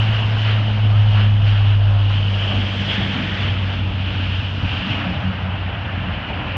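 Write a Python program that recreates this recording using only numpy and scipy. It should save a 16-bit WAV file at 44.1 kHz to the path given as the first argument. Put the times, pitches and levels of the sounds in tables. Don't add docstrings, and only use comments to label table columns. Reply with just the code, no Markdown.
import sys
import numpy as np
from scipy import signal
from scipy.io import wavfile
from scipy.ndimage import uniform_filter1d

SR = 44100
rng = np.random.default_rng(int(sys.argv[2]) if len(sys.argv) > 2 else 0)


def put_to_file(sound):
    columns = np.atleast_2d(sound).T
    safe = np.clip(columns, -1, 1)
    whole_steps = np.round(safe * 32767)
    wavfile.write(sys.argv[1], SR, whole_steps.astype(np.int16))


def nominal_scale(level):
    x = np.asarray(level, float) / 20
    return 10 ** x


N = 289716

# [t/s, f/Hz]
BLADE_RATE = [(0, 108.2), (1.05, 104.3), (1.85, 100.9), (2.65, 98.5), (3.45, 96.2), (4.25, 94), (5.2, 92.8),
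              (6.57, 91.5)]
# [t/s, scattered share 0-1]
AIR_SCATTER = [(0, .06), (2.2, .05), (3, .25), (3.5, .12), (4.4, .12), (4.8, .55), (6.57, .65)]


def propellers():
    # [t/s, length/s, level/dB]
    octave_swells = [(.07, 0.12, -49), (0.623, .1, -40), (.77, 0.11, -36), (1.229, 0.13, -31.5),
                     (2.34, 0.052, -35), (2.515, 0.056, -28.5), (2.63, 0.056, -32), (2.834, 0.077, -25.5),
                     (3.04, .09, -24.5), (3.312, 0.061, -35.5), (4.45, 0.074, -38), (4.84, 0.042, -35.5),
                     (5.072, 0.053, -25), (5.28, .08, -30.5), (5.46, 0.068, -25.5), (6.07, .08, -35)]
    t = np.arange(N) / SR
    blade_hz = columns(BLADE_RATE)[0]
    share = columns(AIR_SCATTER)[0]
    octave_gain = nominal_scale(-40.5)
    for start, length, db in octave_swells:
        octave_gain = octave_gain + nominal_scale(db) * bell(t, start, length)
    blade_tone = tone(blade_hz, blade_level(), share, smear_hz=9.1)
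    octave = tone(2 * blade_hz, 0, 1.5 * share, smear_hz=11.0)
    return blade_tone + octave_gain * octave


def blade_level():
    # [t/s, level/dB]
    blade_curve = [(0, -15), (.17, -18.5), (.55, -16), (.75, -18.5), (.86, -13), (1.2, -12.5), (1.95, -13),
                   (2.3, -18.5), (2.6, -19.5), (2.85, -26), (3.15, -26.5), (3.58, -20), (4.4, -22.5),
                   (4.75, -27), (5.3, -23.5), (5.9, -26.5), (6.15, -29.5), (6.57, -20)]
    # [t/s, length/s, change/dB]
    fades = [(.37, 0.045, 0), (2.5, 0.061, -4), (2.743, 0.033, -1), (2.93, 0.055, -2.1), (3.2, 0.035, -12),
             (4.67, 0.04, -5.1), (4.83, 0.087, -16), (5.1, 0.15, -5.5), (5.39, 0.045, -9), (5.56, .05, -14),
             (5.838, 0.046, 0), (6.264, 0.066, -12), (6.493, 0.1, -11)]
    t = np.arange(N) / SR
    return columns(blade_curve)[0] + sum(db * bell(t, start, length) for start, length, db in fades)


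def turbines():
    # [t/s, level/dB, clarity/(dB per kHz)]
    turbine_swells = [(0, 3, 0.57), (.9, 1, -0.12), (1.9, -0.45, -0.15), (2.5, 2.5, 0.76), (3.1, 2.5, 1),
                      (3.9, -3, -0.02), (4.4, -2, .4), (4.9, 2, 0), (5.5, 1, -1.5), (6.57, 3, -1.63)]
    # [f/Hz, level/dB per Hz]
    roar_spectrum = [(250, -19.5), (346, -7), (431, -8), (582, -2.5), (904, -4), (1070, -7), (1620, -3.5),
                     (2160, -5.5), (2950, -3.5), (3870, -17.5), (5150, -26), (6670, -41.5), (9200, -60),
                     (10300, -91.5)]
    # [t/s, length/s, change/dB, centre f/Hz]
    roar_gusts = [(0.161, 0.088, 2.2, 1570), (0.419, 0.074, 2.6, 6470), (0.505, 0.094, 6.1, 2250),
                  (0.722, 0.065, 1.5, 3500), (1.117, 0.061, 2, 5550), (1.205, 0.094, 8, 1897),
                  (1.362, 0.11, -2.5, 1907), (1.482, 0.051, 5, 6410), (1.56, .12, 4.5, 2680),
                  (1.7, .08, 3, 2355), (1.919, .08, 4, 572), (2.14, 0.068, 2.5, 3500),
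                  (2.549, 0.15, 4.5, 454), (2.761, 0.28, -3.5, 1340), (2.799, 0.079, 1.5, 6440),
                  (2.927, 0.074, 5.2, 3530), (2.97, .1, 2, 511), (3.429, 0.14, 4, 3580),
                  (3.728, 0.12, 4, 2980), (4.161, 0.4, 5.5, 2720), (4.36, .3, -1.5, 595),
                  (4.362, 0.15, 1.5, 3260), (4.728, 0.097, 4.5, 4010), (4.94, 0.17, 4, 2940),
                  (5.107, 0.21, 2, 693), (2.25, 0.3, -2, 1198), (3.1, 0.12, -1.7, 904),
                  (5.45, 0.13, 1, 1500), (6.56, .1, 1, 2490)]
    # [t/s, centre f/Hz, height/dB]
    inlet_ridge = [(0, 2920, 5), (1, 3060, 3), (2.05, 3030, 4), (2.45, 3070, 9.1), (3, 3350, 7),
                   (3.6, 3330, 4), (4.2, 3125, 3.5), (4.9, 2890, 2), (5.5, 3020, 1.5), (6.57, 2830, 3)]
    # [t/s, centre f/Hz, change/dB]
    ground_dip = [(0, 2100, -3), (.9, 2046, -5.5), (1.9, 2106, -7.5), (2.6, 1956, -1.5), (3.3, 1946, 2.1),
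                  (3.8, 1953, -5), (4.5, 2054, -5.5), (5, 2070, -3), (5.6, 2160, -2.5), (6.57, 2090, -2.5)]
    # [t/s, centre f/Hz, change/dB]
    dark_valley = [(0, 394, -1.5), (.7, 389, 2.2), (1.3, 373, -2), (2.2, 382, 1), (3, 397, 4),
                   (4.3, 416, 4.5), (5, 428, -3), (6.57, 428, -3.5)]
    bumps = ((inlet_ridge, (340, 830)), (ground_dip, (860, 480)), (dark_valley, (270, 170)))
    roar = shaped_noise(roar_spectrum, turbine_swells, 920, roar_gusts, 2.23, bumps,
                        size=512, patchy_db=1.25, flicker_db=0.13)
    return nominal_scale(-28.0) * roar


def rumble():
    # [t/s, level/dB, tilt/(dB per kHz)]
    wash_swells = [(0, -0.6, -5), (1, -2, -4.5), (2.201, -2.5, 3.5), (2.7, 0.7, 13.5), (3.6, 3, 1.5),
                   (4.499, 1.8, .3), (5.101, 0, 7.5), (5.7, -0.6, -3), (6.57, 0.5, 7.7)]
    # [f/Hz, level/dB per Hz]
    rumble_spectrum = [(15, -27.5), (30, -16.5), (55, 2.5), (75, 1), (110, 7.5), (150, 0), (200, -0.5),
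                       (270, -6), (310, -6), (350, -35), (500, -62.5), (1500, -110)]
    # [t/s, length/s, change/dB, centre f/Hz]
    buffets = [(.03, 0.062, 3, 130), (0.201, 0.2, 8.5, 63.3), (0.661, 0.23, 4, 295),
               (0.879, .12, -1.5, 129.3), (0.961, 0.37, 5, 70.2), (1.22, 0.13, -2.5, 145),
               (1.34, 0.49, 7.5, 70.3), (1.661, 0.14, 5, 70.2), (2.579, 0.12, 7, 270),
               (3.171, 0.13, 8, 280), (3.3, 0.3, -2.5, 61.2), (4.22, 0.081, 3.5, 240),
               (4.731, 0.12, 6.5, 67.9), (4.958, .18, 8.5, 268), (5.22, .18, 5, 152.6),
               (5.48, 0.22, 0, 129.6), (5.54, 0.16, 4, 71.6), (5.84, .18, 2, 61.4), (6.14, 0.099, 12.5, 70),
               (6.56, 0.16, 6.5, 68)]
    lumps = nominal_scale(1.6 * drift(12.0).real)
    wash = shaped_noise(rumble_spectrum, wash_swells, 140, buffets, 1, (),
                        size=4096, patchy_db=0.5, flicker_db=-1.4)
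    return nominal_scale(-27.5) * evened(lumps * wash)


def chirp():
    # [t/s, length/s, start f/Hz, end f/Hz, level/dB]
    chirp_setting = (.91, .075, 1130, 1420, -38)
    start, length, low_hz, high_hz, db = chirp_setting
    progress = np.clip((np.arange(N) / SR - start) / length, 0, 1)
    glide_hz = low_hz + (high_hz - low_hz) * progress
    return np.sin(np.pi * progress) * tone(glide_hz, db, 0.2, smear_hz=40)


def folded_overtones():
    # [overtone number, multiple of the block rate, level/dB against the strongest]
    folded_lines = [
        (3, 1, 0),
        (6, 2, -13),
        (5, 1, -15),
    ]
    block_hz = SR / 128
    blade_hz = columns(BLADE_RATE)[0]
    db = 0.85 * (blade_level() + 13.5) - 28.5
    db += 7 * np.log2((block_hz - 3 * blade_hz) / 40)
    db -= 20.5 * columns(AIR_SCATTER)[0]
    return sum(tone(overtone * blade_hz - multiple * block_hz, db + rel_db, 0.1, smear_hz=3)
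               for overtone, multiple, rel_db in folded_lines)


def tone(hz, db, share, smear_hz):
    share = np.clip(share, 0, 1)
    carrier = np.sqrt(1 - share ** 2) + share * drift(smear_hz)
    turning = np.exp(2j * np.pi * np.cumsum(hz) / SR)
    return np.sqrt(2) * nominal_scale(db) * (carrier * turning).imag


def shaped_noise(shape, levels, pivot_hz, gusts, octaves, bumps, size, patchy_db, flicker_db):
    hop = size // 4
    hz = np.fft.rfftfreq(size, 1 / SR)[:, None] + 1
    t = np.arange(N // hop + 5) * hop / SR
    real, imaginary, patches = rng.standard_normal((len(t), len(hz), 3)).T
    patches = uniform_filter1d(patches, size=9, axis=0)
    patches = evened(uniform_filter1d(patches, size=9, axis=1))
    flicker = evened(uniform_filter1d(rng.standard_normal(len(t)), size=5))
    level_db, db_per_khz = columns(levels, t)
    shape_hz, shape_db = np.transpose(shape)
    field_db = np.interp(np.log(hz), np.log(shape_hz), shape_db) + level_db
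    field_db += db_per_khz * (np.minimum(hz, 7.5 * pivot_hz) - pivot_hz) / 1000
    for start, length, db, centre_hz in gusts:
        field_db += db * bell(t, start, length) * bell(np.log2(hz), np.log2(centre_hz), octaves)
    for rows, width_hz in bumps:
        centre_hz, db = columns(rows, t)
        field_db += db * bell(hz, centre_hz, np.linspace(*width_hz, len(t)))
    field_db += patchy_db * patches + flicker_db * flicker
    spectra = (real + 1j * imaginary) * nominal_scale(field_db)
    return evened(signal.istft(spectra, nperseg=size, noverlap=size - hop)[1][:N])


def drift(hz):
    z = rng.standard_normal((N, 2)) @ [1, 1j]
    return evened(signal.sosfilt(signal.butter(2, hz, fs=SR, output="sos"), z))


def bell(x, centre, width):
    return np.exp(-2 * ((x - centre) / width) ** 2)


def evened(x):
    return x / np.sqrt(np.mean(abs(x) ** 2) + 1e-20)


def columns(rows, t=None):
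    times, *values = np.transpose(rows)
    if t is None:
        t = np.arange(N) / SR
    return np.array([np.interp(t, times, v) for v in values])


def scene():
    return (propellers() + turbines() + rumble() + chirp())[None]


def top_cut(x):
    return signal.sosfilt(signal.butter(12, 15290, fs=SR, output="sos"), x)


def record(dry):
    # [t/s, level/dB]
    self_noise = [(0, -88), (1.5, -89), (2.6, -84.5), (4, -83.5), (6.57, -81.5)]
    hiss = nominal_scale(columns(self_noise)) * rng.standard_normal(dry.shape)
    return top_cut(dry + folded_overtones() + hiss)


dry = scene()
out = record(dry)
put_to_file(out)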